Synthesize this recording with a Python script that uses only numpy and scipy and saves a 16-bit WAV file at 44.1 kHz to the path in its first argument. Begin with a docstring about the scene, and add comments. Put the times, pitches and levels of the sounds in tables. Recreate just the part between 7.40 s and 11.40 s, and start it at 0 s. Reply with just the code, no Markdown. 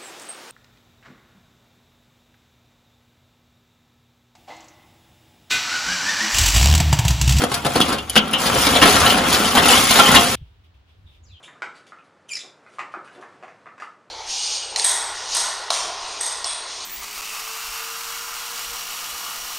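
"""Charcoal briquettes pour from a paper bag into a kettle grill, close to a stereo pair of microphones.
The bag crumples as it is shaken, single lumps clink and land, then lumps and grit stream onto the grate.
The steel bowl rings with every hit, over a low rumble of flames and breeze.
The pour breaks off abruptly and leaves a quiet garden, with birds calling from far off."""
import sys
import numpy as np
from scipy import signal
from scipy.fft import rfft, irfft, next_fast_len
from scipy.io import wavfile
from scipy.ndimage import uniform_filter1d

SR = 44100
rng = np.random.default_rng(int(sys.argv[2]) if len(sys.argv) > 2 else 0)


def store_wav(level_fs):
    """Save 16-bit WAV to argv[1]."""
    pcm = np.round(np.clip(np.atleast_2d(level_fs), -1, 1) * 32767)
    wavfile.write(sys.argv[1], SR, pcm.T.astype(np.int16))


N = 176400

STOP_S = 2.955  # the pour breaks off
RISE_S = 0.0014  # attack of a struck lump or of struck steel
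# Spectrum of a sharp, gritty crackle. Each row: frequency in Hz, gain in dB.
CRACKLE_COLOUR = [(200, -24.5), (1200, -9), (2500, 1), (4300, 7), (6300, -0.5), (10500, -2), (15500, -8)]


def charcoal_stream(chinks_per_s=45, chink_hz=3140):
    """The load shifts in the bag, then pours: lumps tumble and chink while grit showers down."""
    # Each row: time in seconds, relative levels of lumps and of grit in dB.
    slide_levels = [(0, -20.5, -31.5), (0.08, -34, -43), (0.15, -27.5, -31), (0.215, -33.5, -42.5),
                    (0.32, -27.5, -36), (0.45, -25.5, -33), (0.53, -22, -37.5), (0.58, -28, -45.5),
                    (0.67, -41, -50.5), (0.74, -34.5, -39.5), (0.86, -28.1, -47), (0.97, -23, -41.5)]
    pour_levels = [(1.0, -24.5, -30.5), (1.07, -24, -30.5), (1.13, -21.5, -31.5), (1.23, -21, -23.5),
                   (1.391, -21, -30.5), (1.5, -20, -22.3), (1.6, -19, -25.5), (1.72, -19, -26.5),
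                   (1.83, -21.1, -35.5), (1.93, -20, -23), (2.02, -23.5, -29), (2.11, -23.5, -28.5),
                   (2.221, -21.5, -29), (2.33, -17, -19.5), (2.43, -21.5, -25), (2.53, -22.5, -21.5),
                   (2.661, -18, -24.5), (2.73, -15, -22.5), (2.84, -24, -26), (2.94, -24.5, -29)]
    # Spectra of lumps and of grit. Each row: frequency in Hz, gain in dB.
    tumble_colour = [(40, -20.5), (110, 0.5), (240, 3.5), (340, 1), (700, -1.5), (1300, 1), (1900, -7.5),
                     (3200, -4), (5000, -18), (9000, -33.5), (16000, -30.5)]
    grit_colour = [(200, -29.5), (1200, 2.5), (2500, 3), (4200, 2.5), (6300, 0), (8200, 1), (10500, -1),
                   (13000, -5), (15500, -9.5)]
    in_bag = [(s, lumps - 2, grit - 2) for s, lumps, grit in slide_levels]
    lumps_db, grit_db = curves(in_bag + list(pour_levels))
    tumble = unit(coloured(contacts(per_s=750, scatter_db=4, size=N), tumble_colour))
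    grit = unit(coloured(contacts(per_s=3200, scatter_db=5, size=N), grit_colour))
    chinks, start = np.zeros(N), pour_levels[0][0]
    pour_s = STOP_S - start
    for when, pitch, softness in rng.random((130, 3))[:int(chinks_per_s * pour_s)]:
        chink = clink(chink_hz * np.exp(.4 * (pitch - .5)), crack_db=-9)
        add(chinks, start + when * pour_s, amp(-12 * softness) * chink)
    return amp(lumps_db - .5) * tumble + amp(grit_db) * (amp(5) * grit + amp(3) * chinks)


def clink(hz, crack_db, crack_t60=0.041):
    """A hard lump hits the wire with a gritty crack and rings in blurred modes."""
    # Each row: ratio to the pitch, level in dB, time to fall 60 dB in seconds.
    lump_modes = [(.88, -8, .045), (.95, 3.5, .055), (1.0, 0, 0.096), (1.06, -3, 0.081), (1.14, -5, .055),
                  (1.26, -8.5, 0.043)]
    t, ring = np.arange(SR // 7) / SR, 0
    for ratio, db, t60 in lump_modes:
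        fading = amp(db + rng.normal(0, 2) - 60 * t / t60)
        angle = 2 * np.pi * (hz * ratio * t + rng.random())
        ring += fading * np.sin(angle + phase_blur(t60, len(t), radians=4))
    crack = amp(crack_db - 60 * t / crack_t60) * steady_rush(CRACKLE_COLOUR, len(t))
    return .5 * (ring + crack) * (1 - np.exp(-t / RISE_S))


def single_lumps():
    """Hard lumps clink and crumbs tick, standing out from the stream."""
    # Each row: start in seconds, relative level in dB, pitch in Hz, crack against ring in dB.
    lump_clinks = [(0.4115, -2.5, 3010, -1.5), (0.5821, -15.5, 3000, -0.5), (0.6954, -19.5, 3120, -4.5),
                   (0.7592, -1.5, 2860, -4.5), (0.7734, 2, 3070, -0.5), (0.9353, -0.5, 3010, -9.5),
                   (1.3334, -6.5, 3200, -5), (1.3594, -7, 3420, -4), (1.4142, -3.5, 2820, -10),
                   (1.6611, -5, 3080, -0.5), (1.703, -5, 2970, -1.5), (2.0462, -13, 3070, -11),
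                   (2.2348, -5.5, 2840, -7.5), (2.2872, -4, 2910, -6.5), (2.3294, -8, 2980, -6),
                   (2.3695, -7, 3310, -14), (2.5042, -7.5, 3100, -6), (2.598, -5, 3200, -9.5),
                   (2.6609, -5.5, 3130, -11), (2.7581, 0.5, 2950, 0.5)]
    # Each row: start in seconds, level in dB, length in seconds.
    crumb_ticks = [(0.047, -24.5, .002), (0.15, -23.5, .001), (0.337, -29, .002), (0.696, -20, .006),
                   (.880, -28, 0.0013), (0.911, -27.5, 0.0025), (0.931, -24, .005), (1.148, -20.5, .003),
                   (1.601, -19.5, .001), (2.285, -15.5, .005), (2.439, -13.5, .002), (2.558, -17, .004),
                   (2.661, -16, .002), (2.714, -16.5, .004), (2.808, -24.5, .002)]
    # Each row: frequency in Hz, gain in dB.
    tick_colour = [(300, -29.5), (2000, -15), (4000, -4), (7500, -10), (10500, 3.5), (15500, -14.5)]
    out = np.zeros(N)
    for s, db, hz, crack_db in lump_clinks:
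        add(out, s, amp(db - 3) * clink(hz, crack_db))
    for s, db, length in crumb_ticks:
        add(out, s, amp(db) * crunch(tick_colour, length, per_s=9000))
    return out


def grate_landings():
    """Lumps drop onto the grate and crunch against its bars."""
    # Each row: start in seconds, level in dB, trims of thump and crackle in dB, length in seconds.
    landing_blows = [(.7555, -12.5, -7.5, -5, 0.0023), (.762, -9.5, 4, -18.5, 0.011),
                     (1.055, -22.5, 3.5, -0.5, .03), (1.265, -15, -5.5, -6, .01),
                     (1.35, -14.5, -11, -14, .025), (1.413, -10.5, -10, -16.5, .008),
                     (1.423, -7.5, -14.5, -11, .018), (1.452, -13, -9, -10.5, .018),
                     (1.479, -12, -10, -19, .01), (1.563, -21.5, -13.5, -16.5, 0.0063),
                     (1.66, -20.5, 0.5, -8, .015), (1.774, -20.5, -16.5, -6, .018),
                     (1.837, -24.5, -6, -19, .012), (1.937, -20, -11.5, -2.5, .02),
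                     (2.15, -16, -8.5, -3, .015), (2.168, -12, -7.5, -13.5, .026),
                     (2.255, -15, -11.5, -4.5, .012), (2.298, -17.5, -11.5, -7, .03),
                     (2.368, -24.5, -8.5, -6.5, .02), (2.504, -17.5, -5.5, 2.5, .015),
                     (2.55, -15.5, -11.5, -5.5, .025), (2.587, -7.5, -12.5, -17, .016),
                     (2.684, -21.5, -13.5, -7.5, .008), (2.714, -22.5, -15, 0.5, .006),
                     (2.747, -12, -3, -2.5, .022)]
    # Each row: frequency in Hz, gain in dB.
    grate_colour = [(50, -11.5), (170, -7), (350, -3), (800, -2), (1400, -2.5), (2300, -6), (3500, -5),
                    (6000, -24), (10500, -15.5), (15500, -38)]
    return blows(landing_blows, grate_colour, per_s=1600)


def bag_shakes():
    """The paper bag crumples with each shake."""
    # Each row: start in seconds, level in dB, trims of thump and crackle in dB, length in seconds.
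    shake_blows = [(.018, -15.5, -5.5, -15, 0.0052), (.036, -13.5, -2, -15, 0.006),
                   (.115, -18.5, 5, -16, 0.01), (.141, -25, -6, 5.5, 0.0076), (.247, -21, 4.5, -18, 0.019),
                   (.262, -17.5, -2, -6.5, 0.0067), (.279, -28.5, 0.5, -9.5, 0.002),
                   (.354, -16.5, -10.5, -12, 0.021), (.402, -8.5, -15, -23.5, 0.0033),
                   (.413, -37, 14.5, 7.5, 0.015), (.478, -24, -8, -11, 0.029), (.523, -24, 4, -3.5, 0.02)]
    # Each row: frequency in Hz, gain in dB.
    paper_colour = [(50, -27), (160, 3), (450, 2.5), (900, -1.5), (1500, -3.5), (2200, -11), (3500, -7.5),
                    (6000, -17), (10500, -15), (15500, -32)]
    return blows(shake_blows, paper_colour, per_s=2200)


def blows(rows, colour, per_s):
    """Each blow is a crunch, a hollow thump and a spray of sharp crackles."""
    # Each row: frequency in Hz, gain in dB.
    thump_colour = [(40, -26.5), (110, -13), (170, -7.5), (225, 2), (310, -19), (600, -27), (3000, -53)]
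    out = np.zeros(N)
    for s, db, thump_db, crackle_db, length in rows:
        thump = amp(thump_db - 11) * crunch(thump_colour, length, per_s)
        crunching = crunch(colour, length, per_s)
        crackling = amp(crackle_db) * crunch(CRACKLE_COLOUR, length, per_s=1400)
        add(out, s, amp(db) * (crunching + thump + crackling))
    return out


def steel_rings(detune=.02):
    """A square hit on a bar or the bowl leaves two close partials beating; short ones just clack."""
    # Each row: start in seconds, relative level in dB, pitch in Hz, time to fall 60 dB in seconds.
    square_hits = [(.762, -23, 1330, 0.38), (0.763, -25, 202, 0.37), (0.933, -13.5, 2864, .13),
                   (1.455, -20, 1920, .05), (1.564, -6, 1860, .05), (1.66, -20, 740, 0.23),
                   (2.591, -8, 1346, .2), (2.599, -9, 3140, .3), (2.751, -12.5, 3340, 0.25),
                   (2.765, -15.5, 702, .16)]
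    out, t = np.zeros(N), np.arange(SR // 3) / SR
    for s, db, hz, t60 in square_hits:
        lower = np.sin(2 * np.pi * hz * t + phase_blur(t60, len(t), radians=3.2))
        upper = np.sin(2 * np.pi * hz * (1 + detune) * t + phase_blur(t60, len(t), radians=3.2))
        fading = amp(db - 5.5 - 60 * t / t60) * (1 - np.exp(-t / RISE_S))
        add(out, s, fading * (lower + .5 * upper))
    return out


def wall_slap(x, delay_s=0.0064):
    """The sound comes straight back once from the far wall of the bowl."""
    # Each row: frequency in Hz, gain in dB.
    slap_colour = [(200, -14), (1500, -7.5), (3000, -5), (6000, -8.5), (15000, -14)]
    out = x.copy()
    add(out, delay_s, .45 * coloured(x, slap_colour))
    return out


def bowl(x, size=1024):
    """The steel bowl resonates, throws sound across itself and spreads it between the microphones."""
    # Each row: frequency in Hz, bandwidth in Hz, strength in dB.
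    bowl_modes = [(219, 30, -4.5), (255, 30, -2), (414, 10, -2), (528, 30, -1), (702, 12, 6), (747, 12, 7),
                  (816, 12, -4), (1065, 35, -3), (1348, 22, -0.5), (1837, 15, -12.5), (2090, 30, -8),
                  (3142, 16, -7.5), (3406, 20, -1.5), (4683, 25, -18.5)]
    # Each row: frequency in Hz, time for the echo to fall 60 dB in seconds.
    echo_t60 = [(150, 0.46), (900, 0.21), (3000, 0.14), (6000, 0.04), (12000, 0.03)]
    # Each row: frequency in Hz, gain of the side signal in dB.
    side_colour = [(60, -21), (250, -12.5), (600, -5), (1400, -0.5), (3000, -6), (5500, 0.5), (7500, -7.5),
                   (10000, -3.5), (12000, -19.5), (15000, -15)]
    # Each row: frequency in Hz, left over right in dB.
    left_bias = [(60, 2.5), (200, -1.5), (400, 1), (1300, 0.8), (2400, 2.5), (3200, 2), (4800, 3),
                 (7500, 1), (8700, 0), (15000, 0)]
    # Each row: frequency in Hz, lead of left over right in radians.
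    phase_lead = [(0, 0), (780, .4), (1500, -.1), (2800, .8), (5000, .5), (6700, 0), (8450, -3.14),
                  (10250, -6.28), (12100, -9.42), (14000, -12.57), (15600, -15.7)]
    echo = np.zeros((2, N))  # mid and side
    for i in range(0, int(STOP_S * SR), size):
        for channel in echo:
            add(channel, i / SR, amp(-1) * signal.fftconvolve(x[i:i + size], tail(echo_t60)))
    ring = lambda f: sum(amp(db) * 1j * f * bw / (hz * hz - f * f + 1j * f * bw)
                         for hz, bw, db in bowl_modes)
    mid = filtered(x + echo[0], lambda f: 1 + ring(f))
    side = filtered(echo[1], lambda f: (1 + ring(f)) * amp(along(side_colour, f)))
    mics = np.array([[1], [-1]])  # left, right
    mic_gain = lambda f: amp(mics * along(left_bias, f) / 2)
    mic_phase = lambda f: np.exp(.5j * mics * np.interp(f, *np.transpose(phase_lead)))
    return filtered(mid + mics * side, lambda f: mic_gain(f) * mic_phase(f))


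def garden_air(hush_db=-62):
    """Flames and breeze rumble, gusts bump the microphones, and far birds twitter in a faint hush."""
    # Each row: time in seconds, relative level in dB.
    rumble_levels = [(0.0, -59), (0.1, -41), (0.75, -39), (0.77, -38), (0.88, -54), (1.16, -32),
                     (1.68, -30.5), (1.73, -32), (2.65, -38), (2.77, -30), (3.14, -54), (3.54, -58),
                     (3.59, -46), (3.77, -54.5), (3.93, -45), (4.0, -64.5)]
    twitter_levels = [(2.98, -58.5), (2.99, -67), (3.234, -78), (3.246, -63.5), (3.332, -85), (3.344, -68),
                      (3.444, -83), (3.496, -66), (3.656, -87.5), (3.666, -69.5), (3.762, -64),
                      (3.82, -81.5)]
    # Each row: start in seconds, level in dB, length in seconds.
    breeze_bumps = [(3.007, -37, .022), (3.63, -50, 0.027)]
    # Spectra of the four sounds. Each row: frequency in Hz, gain in dB.
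    rumble_colour = [(20, -25.5), (35, -14.5), (52, -5), (72, 5), (100, -3.5), (150, -20), (300, -35),
                     (1000, -61)]
    bump_colour = [(30, -3), (80, 3), (140, -0.5), (220, -20), (400, -32), (2000, -74)]
    twitter_colour = [(1200, -36.5), (2300, -8), (2900, -3), (3600, -3.5), (4200, -15), (5200, -18),
                      (7000, -27)]
    hush_colour = [(120, -6.5), (250, -5), (500, -9.5), (1200, -11.5), (2200, -15.5), (4000, -19),
                   (6000, -28), (9000, -37.5), (14000, -65)]
    (rumble_db,), (twitter_db,) = curves(rumble_levels), curves(twitter_levels)
    centre_rumble, centre_hush = steady_rush(rumble_colour), steady_rush(hush_colour)
    bumps, channels = np.zeros(N), []
    for s, db, length in breeze_bumps:
        add(bumps, s, amp(db) * crunch(bump_colour, length, per_s=2000))
    for _ in range(2):
        rumbling = amp(rumble_db) * (centre_rumble + .13 * steady_rush(rumble_colour))
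        hush = amp(hush_db) * (.25 * centre_hush + .8 * steady_rush(hush_colour))
        twittering = amp(twitter_db + 4) * steady_rush(twitter_colour)
        channels.append(rumbling + bumps + hush + twittering)
    return np.array(channels)


def distant_bird(hoarseness=0.041, echo_db=4):
    """Falling, slightly hoarse whistles from far across the garden, more echo than direct sound."""
    # One list a call. Each row: time in seconds, pitch in Hz, level in dB.
    bird_calls = [
        [(2.965, 3750, -79), (2.99, 3430, -66.5), (3.03, 2900, -74)],
        [(3.655, 3750, -79.5), (3.675, 3540, -54), (3.70, 3360, -80)],
        [(3.825, 6800, -80), (3.84, 7000, -59), (3.865, 4940, -64), (3.895, 4170, -61), (3.93, 3470, -55),
         (3.965, 3080, -53.5), (3.995, 2900, -70)],
        [(3.885, 2970, -77), (3.91, 2590, -58), (3.94, 2370, -86.5)],
    ]
    # Each row: frequency in Hz, time for the echo to fall 60 dB in seconds.
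    garden_t60 = [(1000, 0.51), (8000, 0.41)]
    t, song = np.arange(N) / SR, np.zeros(N)
    for call in bird_calls:
        hz, db = curves(call)
        hz *= 1 + hoarseness * unit(uniform_filter1d(rng.standard_normal(N), size=90))
        singing = (t > call[0][0]) * (t < call[-1][0])
        song += singing * amp(db) * np.sin(2 * np.pi * np.cumsum(hz) / SR)
    echo = np.array([signal.fftconvolve(song, tail(garden_t60))[:N] for _ in range(2)])
    return song + amp(echo_db) * echo


def contacts(per_s, scatter_db, size):
    """Random impulses of scattered strength."""
    chance, strength = rng.random(size), rng.standard_normal(size)
    return (chance < per_s / SR) * amp(scatter_db * np.clip(strength, -2, 2)) * rng.choice([-1, 1], size)


def crunch(colour, length, per_s):
    """A quickly swelling and fading cluster of contacts, rms 1 over its length."""
    u = np.arange(SR // 5) / SR / max(length, .001)
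    swell = u ** .4 * np.exp(-1.5 * u ** 1.5)
    x = coloured(contacts(per_s, 3.8, size=len(u)) * swell, colour)
    return x * np.sqrt(length * SR) / (np.linalg.norm(x) + 1e-12)


def tail(t60):
    """A diffuse echo of energy 1 whose bands die at their own speeds."""
    hz, t, z = signal.stft(rng.standard_normal(SR // 3), SR, nperseg=256)
    life = along(t60, hz)[:, None]
    echo = signal.istft(z * amp(-60 * t / life) / np.sqrt(life), SR, nperseg=256)[1]
    return echo / np.linalg.norm(echo)


def phase_blur(t60, size, radians):
    """A phase that wanders by about `radians` over one decay time."""
    return radians * np.cumsum(rng.standard_normal(size)) / np.sqrt(t60 * SR)


def steady_rush(colour, size=N):
    """Coloured noise of rms 1."""
    return unit(coloured(rng.standard_normal(size), colour))


def amp(db):
    return 10 ** (np.asarray(db) / 20)


def unit(x):
    return x / np.sqrt(np.mean(x ** 2) + 1e-20)


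def along(points, hz):
    """(Hz, value) points on a log axis."""
    f, v = np.transpose(points)
    return np.interp(np.log(hz + 1), np.log(f + 1), v)


def curves(rows):
    """One value per sample for each column after the time."""
    s, *cols = np.transpose(rows)
    return [np.interp(np.arange(N) / SR, s, c) for c in cols]


def filtered(x, response):
    """x times a complex response of frequency."""
    m = next_fast_len(N + SR // 2)
    return irfft(rfft(x, m) * response(np.fft.rfftfreq(m, 1 / SR)), m)[..., :N]


def coloured(x, colour, size=2048):
    """x through a causal filter with the given (Hz, dB) points."""
    c = irfft(np.log(amp(along(colour, np.fft.rfftfreq(size, 1 / SR)))))
    c[1:size // 2] *= 2
    c[size // 2 + 1:] = 0
    return signal.fftconvolve(x, irfft(np.exp(rfft(c))))[:len(x)]


def add(track, s, sound):
    """Mix a sound in at a time."""
    i = max(0, round(s * SR))
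    track[i:i + len(sound)] += sound[:len(track) - i]


def scene():
    """Charcoal in the bowl up close, cut off in 2 ms; the garden carries on behind."""
    charcoal = bag_shakes() + grate_landings() + wall_slap(single_lumps())
    charcoal += steel_rings() + charcoal_stream()
    pouring = np.clip((STOP_S - np.arange(N) / SR) / .002, 0, 1)
    return amp(-1.5) * bowl(charcoal) * pouring + garden_air() + distant_bird()


def record(dry):
    """The loudest peaks are rounded off; nothing passes above the band limit."""
    ceiling_db, top_hz = 1, 15750
    rounded = dry / (1 + np.abs(dry / amp(ceiling_db)) ** 6) ** (1 / 6)
    return filtered(rounded, lambda hz: hz < top_hz)


dry = scene()
out = record(dry)
store_wav(out)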